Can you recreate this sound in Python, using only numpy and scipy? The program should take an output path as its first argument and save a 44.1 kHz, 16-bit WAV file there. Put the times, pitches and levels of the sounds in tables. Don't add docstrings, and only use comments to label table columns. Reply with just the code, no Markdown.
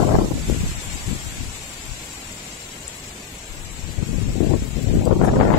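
import sys
import numpy as np
from scipy import signal
from scipy.fft import rfft, irfft
from scipy.io import wavfile
from scipy.ndimage import uniform_filter1d, map_coordinates

SR = 44100
rng = np.random.default_rng(int(sys.argv[2]) if len(sys.argv) > 2 else 0)


def gain_from_db(level_db):
    decades = np.asarray(level_db, float) / 20
    return 10 ** decades


def store_wav(level_fs):
    pcm = np.round(np.clip(np.atleast_2d(level_fs), -1, 1) * 32767)
    wavfile.write(sys.argv[1], SR, pcm.T.astype(np.int16))


N = 246078

# (time [s], peak level [dB], speed jump [log ratio], fade [s])
SLAPS = [(0.029, -24, 0.18, 0.017), (0.099, -30, 0.16, 0.018), (0.145, -17, 0.25, 0.014),
         (0.185, 2, 0.16, 0.018), (0.227, -2, 0.3, 0.013), (0.251, -30, 0.18, 0.013),
         (0.308, -5, 0.21, 0.015), (0.385, -24.5, 0.21, 0.014), (0.485, -27.5, 0.19, 0.021),
         (0.498, -21, 0.18, 0.018), (0.529, -41, 0.18, 0.015), (0.562, -7.5, 0.2, 0.014),
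         (0.638, -33.5, 0.24, 0.013), (1.112, -30.5, 0.15, 0.013), (3.847, -24, 0.13, 0.026),
         (3.892, -31, 0.17, 0.016), (3.983, -19, 0.21, 0.021), (4.017, -28, 0.22, 0.015),
         (4.035, -34, 0.21, 0.013), (4.076, -27, 0.17, 0.014), (4.129, -35.5, 0.24, 0.014),
         (4.153, -30.5, 0.16, 0.017), (4.181, -26, 0.2, 0.015), (4.222, -24.5, 0.22, 0.014),
         (4.289, -24, 0.18, 0.019), (4.355, -19.5, 0.17, 0.018), (4.404, -16, 0.24, 0.019),
         (4.444, -17.5, 0.19, 0.015), (4.507, -10.5, 0.2, 0.016), (4.535, -17.5, 0.19, 0.016),
         (4.624, -12.5, 0.2, 0.012), (4.742, -38, 0.21, 0.017), (4.768, -26.5, 0.2, 0.017),
         (4.822, -38, 0.17, 0.018), (4.859, -30, 0.19, 0.017), (4.94, -15, 0.22, 0.016),
         (4.968, -20, 0.2, 0.0097), (5.017, -32, 0.23, 0.014), (5.063, -18.5, 0.2, 0.013),
         (5.11, -11, 0.21, 0.016), (5.151, -14.5, 0.22, 0.016), (5.21, -24.5, 0.18, 0.019),
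         (5.281, 0.5, 0.2, 0.016), (5.334, -28, 0.19, 0.015), (5.357, -28.5, 0.23, 0.01),
         (5.399, -3.5, 0.22, 0.015), (5.449, -6, 0.25, 0.018), (5.478, -17, 0.16, 0.021),
         (5.502, 4.5, 0.19, 0.016), (5.538, -11.5, 0.19, 0.013)]


def rms_one(x):
    return x / np.sqrt(np.mean(x ** 2) + 1e-20)


def smooth_twice(x, size):
    return uniform_filter1d(uniform_filter1d(x, size=size), size=size)


def in_time(rows):
    s, *columns = np.transpose(rows)
    return [np.interp(np.arange(N) / SR, s, c) for c in columns]


def at_hz(points, hz):
    point_hz, value = np.transpose(points)
    return np.interp(np.log(hz), np.log(point_hz), value)


def swells(rows):
    t = np.arange(0, N + 64, 64) / SR
    total = sum(height * np.clip(1 - abs(t - s) / swell, 0, 1) for s, height, swell in rows)
    return np.interp(np.arange(N) / SR, t, total)


def drift(rate):
    r = np.exp(-80 * np.pi * rate / SR)
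    noise = rng.standard_normal(N // 40 + 2002)
    slow = signal.lfilter([1], [1, -2 * r, r * r], noise)[2000:]
    return np.interp(np.arange(N) / 40, np.arange(len(slow)), rms_one(slow))


def poles(hz, r):
    return [1, -2 * r * np.cos(2 * np.pi * hz / SR), r * r]


def filtered(x, hz, kind):
    return signal.sosfilt(signal.butter(2, hz, kind, fs=SR, output="sos"), x)


def coloured(white, spectrum, spacing):
    hz = np.fft.rfftfreq(white.shape[-1], spacing) + 1e-6
    return irfft(rfft(white) * gain_from_db(at_hz(spectrum, hz)), white.shape[-1])


def stereo_bands(source, patchy_db):
    # (frequency [Hz], correlation [-1..1])
    likeness = [(130, 1), (290, 1), (640, 0.42), (1400, -0.17), (6800, 0.071), (9500, 0.98), (15000, 0.52)]
    hz = np.fft.rfftfreq(N, 1 / SR) + 1e-6
    alike = np.clip(at_hz(likeness, hz), -1, 1)
    mid, side = rfft(source)
    pair = np.sqrt(1 + alike) * mid + np.sqrt(1 - alike) * side * [[1], [-1]]
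    out, together = 0, drift(12.0)
    for octave in np.arange(4, 15):
        share = np.clip(1 - abs(np.log2(hz) - octave), 0, 1)
        flicker_db = patchy_db * (0.3 * together + drift(13.0))
        out = out + gain_from_db(flicker_db) * irfft(pair * share, N)
    return rms_one(out)


def leaves():
    # (time [s], level [dB])
    crowns = [
        (0, -34.5),
        (.34, -35),
        (1.09, -35),
        (1.41, -37),
        (2.72, -39),
        (3.29, -40.5),
        (4.56, -40.5),
        (5.13, -41),
        (5.26, -38.5),
        (5.58, -38.5),
    ]
    # (frequency [Hz], level [dB per Hz])
    leaf = [(350, -24.5), (700, 2), (1300, 0), (2300, -1), (5000, 3.5), (7600, 1), (8400, -3.5),
            (9200, -7.5), (12000, -7.5), (15500, -23.5)]
    t = np.arange(N) / SR
    clicks = gain_from_db(0.76 * rng.exponential(1, (2, N))) * rng.standard_normal((2, N))
    hiss = stereo_bands(coloured(clicks, leaf, 1 / SR), patchy_db=0.5)
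    sheen_db = 3 - 1.58 * t
    top = signal.sosfiltfilt(signal.butter(2, 8800, "high", fs=SR, output="sos"), hiss)
    hiss = hiss + top * (gain_from_db(sheen_db) - 1)
    left_lead_db = -0.6 + 0.4847 * t
    return gain_from_db(in_time(crowns) + left_lead_db * [[1], [0]]) * hiss


def roar():
    # (frequency [Hz], level [dB per Hz])
    far_wind = [(20, 1.5), (60, 2), (120, 1), (300, -4.5), (600, -9), (1200, -22.5)]
    noise = coloured(rng.standard_normal((2, N)), far_wind, 1 / SR)
    return gain_from_db(-41.5) * stereo_bands(noise, patchy_db=1.5)


def left_cavity(x):
    # (frequency [Hz], width [Hz], level [dB])
    cavity = [
        (2280, 950, 1.5),
        (7520, 900, 5.5),
    ]
    out = x.copy()
    for hz, width_hz, db in cavity:
        r = np.exp(-np.pi * width_hz / SR)
        out += gain_from_db(db) * signal.lfilter([(1 - r * r) / 2, 0, (r * r - 1) / 2], poles(hz, r), x)
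    return out


def air(stream, puffs):
    level_db, eddy_hz = in_time(stream)
    extra_db = swells(puffs)
    quicker_per_db = 0.0085
    return level_db + extra_db, eddy_hz * np.exp(quicker_per_db * extra_db)


def windward_air():
    # (time [s], pressure [dB], eddy rate [Hz])
    stream = [(0, -5.5, 470), (.26, -14, 380.2), (.44, -22, 130.9), (.72, -25.5, 99.74), (.82, -41, 98.9),
              (1.3, -35, 94.67), (1.68, -45, 59.73), (3.44, -89.5, 55.76), (3.5, -33, 49.55),
              (3.79, -35, 69.07), (4.07, -23.5, 140.3), (4.33, -24, 178.4), (4.56, -15, 250.4),
              (4.6, -25.5, 140.5), (5.0, -17.5, 200.5), (5.07, -13.5, 327.8), (5.29, -11, 438.3),
              (5.58, -7.5, 580.3)]
    # (time of the crest [s], extra level [dB], time to swell and to fade [s])
    puffs = [(0.16, 4, 0.073), (.295, -5, 0.029), (0.368, 3.5, 0.031), (0.511, 9, 0.035), (0.551, 7, 0.036),
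             (0.65, 8, 0.092), (0.782, 9, 0.051), (0.881, 14, 0.054), (.95, 19, 0.037), (1.109, 22, 0.1),
             (1.259, 10, 0.047), (1.421, 15, 0.16), (1.912, 25.5, 0.098), (3.84, 9.5, 0.063),
             (3.99, 6.5, 0.065), (4.17, 6.5, 0.062), (4.289, 6, 0.057), (4.429, 4, 0.072), (4.7, -6, 0.06),
             (4.77, 3, 0.04), (4.909, 6.5, 0.086), (5.074, 4.5, 0.03), (5.115, 9.5, 0.042), (5.18, -5, .03),
             (5.223, 11, 0.07), (5.315, -3, 0.029), (5.345, 1.5, 0.028), (5.43, 3, 0.018),
             (5.475, 2.5, 0.022), (5.409, 6.5, 0.091), (5.57, 3, 0.043)]
    # (time [s], extra level [dB], time to swell and to fade [s], speed change [log ratio])
    surges = [(0.066, -3, 0.061, -0.013), (0.214, 3, 0.033, -0.13), (0.349, -2.5, 0.03, -0.12),
              (0.429, -2, 0.029, -0.27), (0.49, 0.5, 0.058, 0.059), (0.569, -7, 0.043, 0.17),
              (0.663, -6, 0.053, -0.027), (0.735, -7.5, 0.056, 0.073), (0.782, 5, 0.018, -0.17),
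              (0.833, -1, 0.05, -0.11), (0.943, 1.5, 0.052, -0.028), (1.073, 0, 0.025, 0.25),
              (1.127, -2, 0.045, 0.28), (1.213, -4, 0.044, 0.13), (1.357, -9.5, 0.07, 0.26),
              (1.417, 2, 0.023, 0.16), (1.452, -11, 0.02, 0.087), (1.487, 3.5, 0.018, -0.18),
              (3.761, 4, 0.023, -0.068), (3.841, -2, 0.059, -0.14), (3.896, 4.5, 0.031, 0.28),
              (4.026, 5, 0.027, -0.09), (4.056, -4, 0.018, -0.2), (4.096, 3.0, 0.021, 0.2),
              (4.167, 0, 0.076, -0.22), (4.201, -2, 0.016, -0.15), (4.226, 8, 0.022, -0.25),
              (4.32, -5, 0.024, -0.19), (4.365, 1.5, 0.055, 0.14), (4.476, 0, 0.02, -0.23),
              (4.51, 4, 0.017, -0.03), (4.58, -3, 0.02, 0.037), (4.694, 3.5, 0.029, -0.065),
              (4.844, -0.5, 0.02, -0.21), (4.934, -2.5, 0.023, -0.1), (4.994, 6, 0.02, -0.028),
              (5.162, 5, 0.022, -0.11), (5.184, -2, 0.02, -0.11), (5.292, -1, 0.029, 0.1),
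              (5.473, -3.5, 0.028, 0.04), (.155, -0.5, .06, 0.14), (.33, -1.5, 0.031, -0.16),
              (3.872, -4, .015, -.1), (3.94, -5.5, .035, -.2), (4.065, -4, 0.019, -0.16),
              (4.385, -3.5, .015, -.1), (4.48, 1, .015, -.1), (5.035, -3, 0.024, -0.21),
              (5.21, -2.5, .015, -.15), (5.24, 0.5, 0.031, 0.089)]
    level_db, eddy_hz = air(stream, puffs)
    level_db = level_db + swells([(s, db, swell) for s, db, swell, _ in surges])
    faster = swells([(s, jump, swell) for s, _, swell, jump in surges])
    return level_db, eddy_hz * np.exp(faster)


def leeward_air():
    # (time [s], pressure [dB], eddy rate [Hz])
    stream = [(0, -24, 111.6), (.08, -23, 121.3), (.41, -33, 100.5), (.71, -27.5, 110), (.77, -40, 79.9),
              (.95, -45.5, 54.35), (1.27, -43, 59.25), (1.67, -69, 58.38), (4.01, -62.5, 55.12),
              (4.41, -42, 55.2), (4.72, -43.5, 54.93), (5.08, -30.5, 100.5), (5.29, -20, 169.9),
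              (5.58, -18.5, 212.4)]
    # (time of the crest [s], extra level [dB], time to swell and to fade [s])
    puffs = [(0.162, 14.2, 0.063), (0.239, 7.5, 0.04), (.35, 9.9, 0.039), (0.479, 5.47, 0.063),
             (0.641, 7.56, 0.093), (.86, 5.1, 0.078), (1.07, 14.5, 0.17), (1.46, 21, 0.22),
             (4.11, 29.5, 0.071), (4.299, 26.2, 0.098), (4.489, 15, .07), (4.609, 23, 0.068),
             (4.96, 16.6, 0.11), (5.152, 5.18, 0.064), (5.36, 4.33, 0.065)]
    return air(stream, puffs)


def buffet(level_db, eddy_hz, lumpy_db, flutter, slap_db=0, slap_speed=0):
    # (multiple of the eddy rate, level [dB per Hz])
    eddy = [(.05, -14.5), (.25, 2.5), (0.801, -3.5), (1.302, -6.5), (2.1, -16), (3.0, -20), (3.8, -30),
            (5, -42)]
    per_eddy, size = 64, 2 ** 18
    lumps = drift(27.91)
    frozen = coloured(rng.standard_normal(size), eddy, 1 / per_eddy)
    uneven = np.interp(np.arange(size), np.arange(0, size, 90), rng.standard_normal(2913))
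    frozen *= gain_from_db(4.5 * uneven)
    speed = eddy_hz * np.exp(flutter * lumps + slap_speed)
    travelled = np.cumsum(speed) * per_eddy / SR
    pressure = rms_one(map_coordinates(frozen, [travelled], order=1, mode="wrap"))
    pressure = pressure - 0.042 * pressure ** 2
    pressure = filtered(pressure, [24, 3500], "band")
    pressure = pressure * gain_from_db(lumpy_db * lumps)
    strength = smooth_twice(pressure ** 2, 1300)
    return gain_from_db(level_db + slap_db) * pressure / np.sqrt(strength + 1e-12)


def rasp(level_db, eddy_hz):
    tear = rms_one(filtered(rng.standard_normal(N), (1260, 2990), "band"))
    faster_db = 38.5 * np.log2(eddy_hz / 500)
    return gain_from_db(level_db - 33.5 + faster_db + 3.6 * drift(21)) * tear


def flicks():
    # (time [s], peak level [dB], pitch [Hz])
    lone = [(0.181, -11, 335), (0.225, -14, 335), (0.308, -19, 330), (0.385, -36, 322), (0.483, -28, 326.2),
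            (0.498, -8.5, 348), (0.527, -19.5, 330.8), (0.563, -22, 332.6), (1.11, -26, 326),
            (1.128, -30, 330), (3.891, -24, 331.5), (3.983, -28.5, 331.4), (4.014, -24.5, 328.8),
            (4.033, -25.5, 320), (4.129, -28.5, 329), (4.288, -26.5, 329.6), (4.355, -18, 330.4),
            (4.405, -5.5, 329.8), (4.443, -15.5, 331), (4.535, -12, 334), (4.621, -20.5, 331.2),
            (4.769, -20.5, 331.6), (4.939, -12, 326.7), (5.151, -21, 337.1), (5.356, -11.5, 328),
            (5.398, -7, 330.9), (5.447, -10, 328.6)]
    # (time [s], peak level [dB], pitch [Hz])
    snaps = [(0.025, -11, 406), (0.034, -13.5, 674), (0.085, -15, 528), (0.097, -23, 439),
             (0.109, -9.5, 401), (0.147, -4, 426), (0.185, -16, 480), (0.193, -11.5, 510),
             (0.213, -21, 633), (0.23, -18, 436), (0.254, -28, 606), (0.308, -25, 431), (5.06, -10.5, 441),
             (5.11, -9.5, 625.3), (5.151, -22, 423.4), (5.196, -25, 462), (5.211, -15.5, 401.3),
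             (5.222, -9, 564), (5.276, -8, 519.2), (5.316, -21.5, 525.2), (5.358, -23, 430.4),
             (5.377, -13, 401), (5.401, -2.5, 546.2), (5.449, -8, 1005), (5.482, -20.5, 401),
             (5.495, -9, 407.1), (5.538, -22, 686.6)]
    life = 0.38
    out, t = np.zeros(N + 4000), np.arange(4000) / SR
    for s, db, hz in lone + snaps:
        at, turns = round(s * SR), hz * t
        swing = np.sin(2 * np.pi * turns) * turns / life * np.exp(1 - turns / life)
        out[at:at + len(t)] -= gain_from_db(db + 3) * swing
    return out[:N]


def slaps():
    kicks, t = np.zeros((2, N + 8000)), np.arange(8000) / SR
    for s, db, jump, fade in SLAPS:
        at = round(s * SR)
        extra_db = np.clip(0.43 * (db + 26), 0, 12)
        kicks[:, at:at + len(t)] += np.exp(-t / max(fade, .004)) * [[extra_db], [jump]]
    return uniform_filter1d(kicks[:, :N], size=160)


def pops(eddy_hz):
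    pop_db, pop_eddies, pop_cycles = -10, 1.41, 1.2
    out, t = np.zeros(N + 4000), np.arange(4000) / SR
    for s, db, jump, _ in SLAPS:
        at = round(s * SR)
        turns = pop_eddies * eddy_hz[at] * np.exp(jump) * t
        swing = np.sin(2 * np.pi * turns) * turns * np.exp(1 - turns / pop_cycles * 2.3) * 2
        out[at:at + len(t)] -= gain_from_db(db + pop_db) * swing
    return filtered(out[:N], 530, "low")


def windward_wind():
    (level_db, eddy_hz), (slap_db, slap_speed) = windward_air(), slaps()
    wind = buffet(level_db, eddy_hz, 1.94, .07, slap_db, slap_speed)
    return wind + pops(eddy_hz) + flicks() + rasp(level_db + slap_db, eddy_hz)


def grit():
    # (time [s], left level [dB], right level [dB], ring [Hz], length [s])
    scraps = [(2.88, -15.5, -38, 7700, 0.0024), (5.054, -14, -39, 7800, 0.003),
              (5.055, -41, -35, 13730, 0.013), (5.053, -38, -37, 14000, 0.0046),
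              (5.055, -24, -32, 4800, .006), (5.07, -42, -45, 13800, 0.011),
              (5.063, -39, -43, 16000, 0.0077), (5.252, -33.5, -26.5, 7100, 0.048),
              (5.283, -44, -32, 8000, .03), (5.225, -45.5, -38, 7700, .03), (5.258, -44, -44, 16000, 0.037)]
    out, scratches = np.zeros((2, N)), rng.standard_normal((len(scraps), 4000))
    for (s, left_db, right_db, hz, length), scratch in zip(scraps, scratches):
        width_hz = min(270000 * length, 6950)
        r = np.exp(-np.pi * width_hz / SR)
        ringing = scratch * np.exp(-8 * ((np.arange(4000) - 2000) / (length * SR)) ** 2)
        for _ in range(2):
            ringing = signal.lfilter([1, 0, -1], poles(hz, r), ringing)
        at = round(s * SR) - 2000
        out[:, at:at + len(ringing)] += gain_from_db([[left_db], [right_db]]) * ringing / abs(ringing).max()
    return out


def scene():
    left, right = leaves() + roar()
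    left = left_cavity(left) + windward_wind()
    right = right + buffet(*leeward_air(), lumpy_db=5.5, flutter=.14)
    return np.array([left, right]) + grit()


def turn_down(x):
    ceiling_db, squeeze, recover_db_per_s = -14.5, 0.86, 41.5
    react = round(0.097 * SR)
    ramp = recover_db_per_s * np.arange(N) / SR
    level_db = 10 * np.log10(uniform_filter1d(x ** 2, react) + 1e-12)
    over_db = np.clip(level_db - ceiling_db, 0, None)
    held_db = np.maximum.accumulate(over_db + ramp) - ramp
    return x * gain_from_db(-squeeze * uniform_filter1d(held_db, react))


def noise_gate(x):
    # (frequency [Hz], level [dB])
    gate = [(600, -15), (1200, -1.5), (2500, -2), (5000, 1.2), (7500, -.5), (8800, 1.0), (15000, 1.2)]
    steepness = 8
    frame = dict(fs=SR, window="cosine", nperseg=2048, noverlap=1024)
    hz, _, cells = signal.stft(x, **frame)
    power = np.sum(abs(cells) ** 2, axis=0)
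    power = uniform_filter1d(uniform_filter1d(power, size=3, axis=0), size=2, axis=1)
    around = uniform_filter1d(np.log(power + 1e-20), size=31, axis=0)
    around = np.exp(uniform_filter1d(around, size=3, axis=1))
    over = power / (around * gain_from_db(2 * at_hz(gate, hz + 1))[:, None] + 1e-20)
    return signal.istft(cells / (1 + (over + 1e-6) ** -steepness), **frame)[1][:, :N]


def kept(shape):
    # (frequency [Hz], rarity for the sum [spreads], rarity for the difference [spreads])
    dropped = [(600, 4, 4), (1200, 1.5, 1.6), (2200, 2.4, 2.4), (5000, 1.6, 1.5), (7500, 2.4, 2),
               (8900, 1, .6), (11500, 1, 0), (15500, .6, -.3)]
    patches = uniform_filter1d(rng.standard_normal(shape), size=2, axis=0)
    patches = rms_one(uniform_filter1d(patches, size=18, axis=1))
    hz = (np.arange(shape[1]) + .5) * SR / 2048
    centres, *rarities = np.transpose(dropped)
    limits = [np.interp(np.log(hz), np.log(centres), rarity) for rarity in rarities]
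    return patches < np.array(limits)[:, None]


def coarse_memory(x):
    # (frequency [Hz], level [dB])
    sum_steps = [(200, 25.5), (800, 15.5), (1200, 12.5), (2000, 14), (3000, 10.5), (5000, 9.5),
                 (7500, 15.5), (9000, 4), (11500, 2.5), (14500, -1)]
    # (frequency [Hz], level [dB])
    coarser = [(300, 4), (1500, -1), (7500, 1), (9000, 5), (14500, 4)]
    half, start, top_cell = 1024, 1024 - 736, 732
    rise = np.cumsum(np.kaiser(half + 1, 4 * np.pi))
    window = np.sqrt(np.r_[rise[:half], rise[half - 1::-1]] / rise[-1])
    turns = np.outer(np.arange(half) + .5, np.arange(2 * half) + .5 + half / 2)
    basis = window * np.cos(np.pi / half * turns)
    padding = ((0, 0), (start + half, 3 * half - (N + start) % half))
    blocks = np.pad([x[0] + x[1], x[0] - x[1]], padding).reshape(2, -1, half)
    cells = np.concatenate([blocks[:, :-1], blocks[:, 1:]], axis=2) @ basis.T
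    edges = np.r_[0:40:4, 40:96:8, 96:144:12, 144:176:16, 176:216:20, 216:264:24, 264:320:28, 320:1025:32]
    width = np.diff(edges)
    power = np.add.reduceat(np.mean(cells ** 2, axis=0), edges[:-1], axis=1) / width
    hz = (edges[1:] + edges[:-1]) * SR / 4096
    fine_db = at_hz(sum_steps, hz) - at_hz(coarser, hz) * [[[0]], [[1]]]
    fine_db = fine_db + 3.5 * rng.standard_normal((2, *power.shape))
    usual = np.sqrt(uniform_filter1d(power, size=3, axis=0) + 1e-20)
    step = np.repeat(usual * gain_from_db(-fine_db), width, axis=2)
    rounded = np.floor((abs(cells) / step) ** .75 + .4054) ** (4 / 3) * (np.arange(half) < top_cell)
    rounded = np.sign(cells) * rounded * kept(rounded.shape[1:]) * step
    frames = rounded @ basis / half
    joined = frames[:, 1:, :half] + frames[:, :-1, half:]
    mid, side = joined.reshape(2, -1)[:, start:start + N]
    return np.array([mid + side, mid - side])


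def low_pass(x):
    return signal.sosfilt(signal.butter(12, 15680, fs=SR, output="sos"), x)


def record(dry):
    held = np.array([turn_down(dry[0]), dry[1]])
    rounded = 1.07 * np.tanh(held / 0.91)
    mix = coarse_memory(noise_gate(rounded))
    return low_pass(mix)


dry = scene()
out = record(dry)
store_wav(out)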